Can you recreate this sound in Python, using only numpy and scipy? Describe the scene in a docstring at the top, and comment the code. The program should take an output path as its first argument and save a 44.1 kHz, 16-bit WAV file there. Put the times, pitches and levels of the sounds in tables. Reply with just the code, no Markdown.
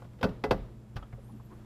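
"""A fridge hums under faint air noise and rustling cloth: wavering tones, shaped noise. Light ticks come first.
A lidded food container lands on a glass shelf on one edge, then rocks flat in two more knocks.
Each contact strikes decaying modes and a dense noise clatter; soft pushes make the shelf shudder.
The hand lets go with a soft bump, a few ticks and a clink; noise-band scuffs and thin whistles end it."""
import sys
import numpy as np
from scipy import signal
from scipy.io import wavfile

SR = 44100
rng = np.random.default_rng(int(sys.argv[2]) if len(sys.argv) > 2 else 0)


def wav_record(signal):
    """Record a signal, one row per channel, as 16-bit PCM in the file named by sys.argv[1]."""
    frames = np.transpose(np.atleast_2d(signal))
    bounded = np.clip(frames, -1, 1)
    # unit amplitude maps onto the largest positive 16-bit level
    quanta = np.round(bounded * 32767).astype(np.int16)
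    wavfile.write(sys.argv[1], SR, quanta)


N = 72765
TIME_S = np.arange(N) / SR

# compressor tones: pitch_hz, level_db_rms
HUM = [(59.4, -58), (119.2, -51), (214.5, -59), (346, -68.5), (963.6, -84), (3327, -92), (7359, -89.5)]
HUM_WAVER_DB, HUM_WAVER_HZ = 0.5, 1.67
HUM_WANDER_RAD, HUM_WANDER_HZ = 0.11, 8.5
# steady air noise before AIR_GAIN_DB: freq_hz, gain_db
AIR = [(25, -22), (55, -34.5), (100, -24.5), (250, -31), (500, -41), (1000, -55.5), (2000, -63),
       (4000, -65.5), (8000, -68.5), (14000, -74)]
AIR_GAIN_DB = -9
# clothes rustle as the arm draws back: time_s, gain_db
RUSTLE_LEVEL = [(0, 3), (.1, -2.5), (.85, -4.5), (1.1, -3), (1.32, -1.5), (1.44, -2.5), (1.53, 1),
                (1.65, 0)]
# rustle spectrum before RUSTLE_LEVEL: freq_hz, gain_db
RUSTLE = [(100, -56), (300, -49.5), (1000, -53.5), (2500, -65), (6000, -73.5), (13000, -75.5)]
RUSTLE_FLUTTER_DB, RUSTLE_FLUTTER_HZ = 0.5, 60

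# light contacts of fingers, lid and rim: start_s, level_db, bass_db, middle_db, treble_db
TICKS = [(0.020, -31, -14, 6, -4), (0.044, -31, 15, -0.5, -0.5), (0.132, -36.5, 11, 3, 1),
         (0.188, -36.5, 11, 6, 5), (0.29, -30, 0, 8, 7.5), (0.958, -35.5, 22, 4, 14.5),
         (0.9642, -23.5, -7, 13, 12), (1.025, -28, -19, 4.5, -6), (1.126, -35.5, 7, 12.5, -2)]
# base strikes the shelf: start_s, level_db, bass_db, middle_db, treble_db
KNOCKS = [(0.2115, -19, -12, -4, 3), (0.2286, -3.5, -3, 5.5, 3), (0.2404, -2, 3, -6.5, -3.5),
          (0.4385, -4.5, -0.5, 1.5, 0.5), (0.509, 0.5, 3.5, 0.5, 1.5)]
# where contact colour applies: bass_hz, reference_hz (0 dB), middle_hz, treble_hz
COLOUR_HZ = (170, 480, 1200, 4000)
# glass shelf under its load: pitch_hz, level_db, t60_s
SHELF_MODES = [(117.5, -27, 0.18), (141, -65, 0.061), (189.8, -30, 0.13), (214.1, -32, 0.13),
               (253.8, -23, 0.11), (275, -35.5, 0.22), (422.6, -29.5, 0.18), (499.7, -21.5, 0.086),
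               (534.4, -33, 0.21), (600, -51, 0.057), (724, -31.5, 0.15), (808, -46, 0.27),
               (826, -37, 0.089), (987, -35, 0.034)]
# container walls and lid: pitch_hz, level_db, t60_s
CONTAINER_MODES = [(1030, -33.5, 0.055), (1173, -43, 0.18), (1298, -46, 0.17), (1341, -41, 0.063),
                   (1444, -34, 0.091), (1508, -37, 0.096), (1636, -39.5, 0.093), (2010, -45, 0.14),
                   (2621, -43.5, 0.086), (3156, -48, 0.073), (3630, -53, .075), (4550, -46, 0.064),
                   (4950, -48, 0.068)]
STRIKE_SPREAD_DB, TICK_RING_GAIN_DB = 4, -5
BUILD_AT_1KHZ_S = 0.0008
# crowd of short-lived modes before CLATTER_GAIN_DB: freq_hz, gain_db, t60_s
CLATTER = [(30, -22, 0.15), (88, -14.5, 0.41), (203, -2, 0.3), (312, -4, .11), (646, 1, 0.11),
           (1120, -10.5, 0.092), (1940, -18, 0.057), (4300, -20, 0.052), (6770, -46.5, 0.12),
           (14100, -39, 0.042)]
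# kitchen echo before CLATTER_GAIN_DB: freq_hz, gain_db, t60_s
KITCHEN = [(100, -8, .5), (200, -23, 0.29), (348, -17, 0.79), (604, -24, 0.68), (1170, -28.5, 0.47),
           (2160, -40.5, 0.55), (4250, -46.5, 0.66), (7400, -68, 0.26), (13900, -54, 0.37)]
CLATTER_GAIN_DB, CLATTER_HOLD_S, KITCHEN_BUILD_S = -7.5, 0.0031, 0.0089

# shelf takes or sheds weight: start_s, level_db, length_s
PUSHES = [(0.2346, -36, 0.0041), (0.278, -42.5, 0.013), (0.480, -26, 0.019), (0.525, -28.5, 0.015),
          (0.592, -38.5, 0.016), (0.9566, -34, 0.0049), (1.132, -42.5, 0.0037)]
# slow bending of the shelf: pitch_hz, level_db, t60_s
SHUDDER = [(45.9, -2.5, 0.37), (78.7, -3, 0.2), (115.1, 7, 0.17)]
# small clink as the hand leaves: pitch_hz, level_db, t60_s
CLINK = [(1190, -44, 0.032), (1272, -41.5, 0.05), (2910, -55.5, 0.039), (3240, -56, 0.059)]
CLINK_START_S, CLINK_BUILD_S = 1.0262, 0.0021
# soft rubs: start_s, length_s, centre_hz, peak_level_db_rms
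SCUFFS = [(1.120, .022, 2050, -62), (1.165, .04, 550, -55), (1.285, .035, 850, -59),
          (1.394, .022, 950, -56), (1.30, .09, 225, -49), (1.50, .045, 1100, -58), (1.50, .05, 345, -54)]
SCUFF_WIDTH_SHARE = 0.22  # of centre_hz
# thin high whistles: start_s, length_s, start_hz, end_hz, peak_level_db_rms
WHISTLES = [(1.13, 0.035, 11500, 12300, -80), (1.186, 0.07, 10100, 11000, -83),
            (1.216, 0.087, 8100, 9700, -75.5), (1.22, 0.097, 11100, 12200, -77.5),
            (1.285, 0.063, 10800, 9000, -74.5), (1.325, 0.084, 12200, 11300, -78),
            (1.43, .055, 12400, 11200, -72), (1.52, .04, 10800, 10300, -83)]
WHISTLE_WIDTH_HZ = 210
LOW_CUT_HZ, HIGH_CUT_HZ = 25, 14400


def from_db(db):
    """Decibels to gain."""
    return 10 ** (np.asarray(db) / 20)


def at_hz(points, hz, column=1):
    """Read one table column on a log-frequency axis."""
    table = np.array(points)
    return np.interp(np.log(hz), np.log(table[:, 0]), table[:, column])


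def drift(rate_hz):
    """Low-passed noise of standard deviation 1; the filter settles before it is used."""
    pole = np.exp(-2 * np.pi * rate_hz / SR)
    white = rng.standard_normal(2 * N)
    slow = signal.lfilter([1], [1, -2 * pole, pole * pole], white)[N:]
    return slow / slow.std()


def noise_bands():
    """Half-octave bands of unit white noise: centre_hz, band."""
    edges_hz = 22 * 2 ** np.arange(0, 9.6, 0.5)
    for low_hz, high_hz in zip(edges_hz, edges_hz[1:]):
        sos = signal.butter(2, [low_hz, high_hz], "band", fs=SR, output="sos")
        band = signal.sosfilt(sos, rng.standard_normal(N + SR))[SR:]
        yield np.sqrt(low_hz * high_hz), band


def coloured(spectrum):
    """Steady noise with the given spectrum."""
    return sum(from_db(at_hz(spectrum, hz)) * band for hz, band in noise_bands())


def fridge():
    """Compressor tones waver slightly in level and phase over steady air noise."""
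    hum = np.zeros(N)
    for hz, level_db in HUM:
        amplitude = np.sqrt(2) * from_db(level_db + HUM_WAVER_DB * drift(HUM_WAVER_HZ))
        phase = 2 * np.pi * hz * TIME_S + HUM_WANDER_RAD * drift(HUM_WANDER_HZ)
        hum += amplitude * np.sin(phase)
    return hum + from_db(AIR_GAIN_DB) * coloured(AIR)


def rustle():
    """Cloth moves unevenly as the arm reaches in and draws back: shaped, fluttering noise."""
    level_db = np.interp(TIME_S, *np.transpose(RUSTLE_LEVEL))
    flutter_db = RUSTLE_FLUTTER_DB * drift(RUSTLE_FLUTTER_HZ)
    return from_db(level_db + flutter_db) * coloured(RUSTLE)


def since(start_s):
    """Seconds since a moment, zero before it."""
    return np.maximum(TIME_S - start_s, 0)


def dying(age_s, t60_s):
    """Exponential decay, 60 dB per t60_s."""
    return np.exp(-np.minimum(np.log(1000) * age_s / t60_s, 40))


def ring(start_s, hz, t60_s):
    """A struck mode: decaying sine."""
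    age_s = since(start_s)
    return np.sin(2 * np.pi * hz * age_s) * dying(age_s, t60_s)


def building(hz):
    """Ringing builds up; low bending waves travel more slowly and take longer."""
    return 1 - np.exp(-TIME_S / BUILD_AT_1KHZ_S * np.sqrt(hz / 1000))


def strength(contact, hz):
    """How hard a contact drives a given frequency."""
    _, level_db, bass_db, middle_db, treble_db = contact
    colour_db = np.interp(np.log(hz), np.log(COLOUR_HZ), [bass_db, 0, middle_db, treble_db])
    return from_db(level_db + colour_db)


def ringing(contacts):
    """Each contact strikes all main modes: shelf in one polarity, container in alternating ones."""
    out = np.zeros(N)
    modes = SHELF_MODES + CONTAINER_MODES
    container_signs = (-1) ** np.arange(len(CONTAINER_MODES))
    signs = np.concatenate([np.ones(len(SHELF_MODES)), container_signs])
    chance_db = STRIKE_SPREAD_DB * rng.standard_normal((len(contacts), len(modes)))
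    for k, (hz, level_db, t60_s) in enumerate(modes):
        mode = signs[k] * ring(0, hz, t60_s) * building(hz)
        for contact, extra_db in zip(contacts, chance_db[:, k]):
            start = int(contact[0] * SR)
            gain = strength(contact, hz) * from_db(level_db + extra_db)
            out[start:] += gain * mode[:N - start]
    return out


def clatter(contacts):
    """Dense modes build up inside the fridge and die fast; the kitchen adds a weak, long tail."""
    out = np.zeros(N)
    for hz, band in noise_bands():
        near_decay = dying(since(CLATTER_HOLD_S), at_hz(CLATTER, hz, column=2))
        near = from_db(at_hz(CLATTER, hz)) * building(hz) * near_decay
        far_build = 1 - np.exp(-TIME_S / KITCHEN_BUILD_S)
        far_decay = dying(TIME_S, at_hz(KITCHEN, hz, column=2))
        far = from_db(at_hz(KITCHEN, hz)) * far_build * far_decay
        response = near ** 2 + far ** 2
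        power = np.zeros(N)  # contacts add in power
        for contact in contacts:
            start = int(contact[0] * SR)
            power[start:] += strength(contact, hz) ** 2 * response[:N - start]
        out += band * np.sqrt(power)
    return from_db(CLATTER_GAIN_DB) * out


def shudder():
    """Soft pushes bend the shelf and set its lowest modes swinging."""
    force = np.zeros(N)
    for start_s, level_db, length_s in PUSHES:
        along = np.minimum(since(start_s) / length_s, 1)
        unit_push = np.sin(np.pi * along) ** 2 * 2 / (length_s * SR)  # samples sum to 1
        force += from_db(level_db) * unit_push
    response = sum(from_db(level_db) * ring(0, hz, t60_s) for hz, level_db, t60_s in SHUDDER)
    return signal.fftconvolve(force, response)[:N]


def clink():
    """One small, clear clink: a few modes with a soft onset."""
    onset = 1 - np.exp(-since(CLINK_START_S) / CLINK_BUILD_S)
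    return onset * sum(from_db(level_db) * ring(CLINK_START_S, hz, t60_s) for hz, level_db, t60_s in CLINK)


def narrow_noise(hz, width_hz):
    """Noise band around a steady or gliding pitch; rms about 1."""
    phase = 2 * np.pi * np.cumsum(hz * np.ones(N)) / SR
    return drift(width_hz) * np.sin(phase) + drift(width_hz) * np.cos(phase)


def scuffs():
    """Short, soft rubs as the hand draws away and the person steps back: swelling noise bands."""
    out = np.zeros(N)
    for start_s, length_s, hz, level_db in SCUFFS:
        swell = np.sin(np.pi * np.minimum(since(start_s) / length_s, 1))
        out += from_db(level_db) * swell * narrow_noise(hz, SCUFF_WIDTH_SHARE * hz)
    return out


def whistles():
    """Very faint, narrow bands of hiss glide, swell and fade."""
    out = np.zeros(N)
    for start_s, length_s, start_hz, end_hz, level_db in WHISTLES:
        along = np.minimum(since(start_s) / length_s, 1)
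        glide_hz = start_hz + (end_hz - start_hz) * along
        out += from_db(level_db) * np.sin(np.pi * along) * narrow_noise(glide_hz, WHISTLE_WIDTH_HZ)
    return out


def scene():
    """Fridge and person, with the container on its shelf; one channel."""
    background = fridge() + rustle()
    strikes = from_db(TICK_RING_GAIN_DB) * ringing(TICKS) + ringing(KNOCKS) + clatter(TICKS + KNOCKS)
    return (background + strikes + shudder() + clink() + scuffs() + whistles())[None]


def record(dry):
    """The microphone loses the deepest bass; the top is cut steeply."""
    low_cut = signal.butter(4, LOW_CUT_HZ, "high", fs=SR, output="sos")
    high_cut = signal.ellip(10, 0.2, 70, HIGH_CUT_HZ, fs=SR, output="sos")  # ripple, stopband in dB
    return signal.sosfilt(high_cut, signal.sosfilt(low_cut, dry))


dry = scene()
out = record(dry)
wav_record(out)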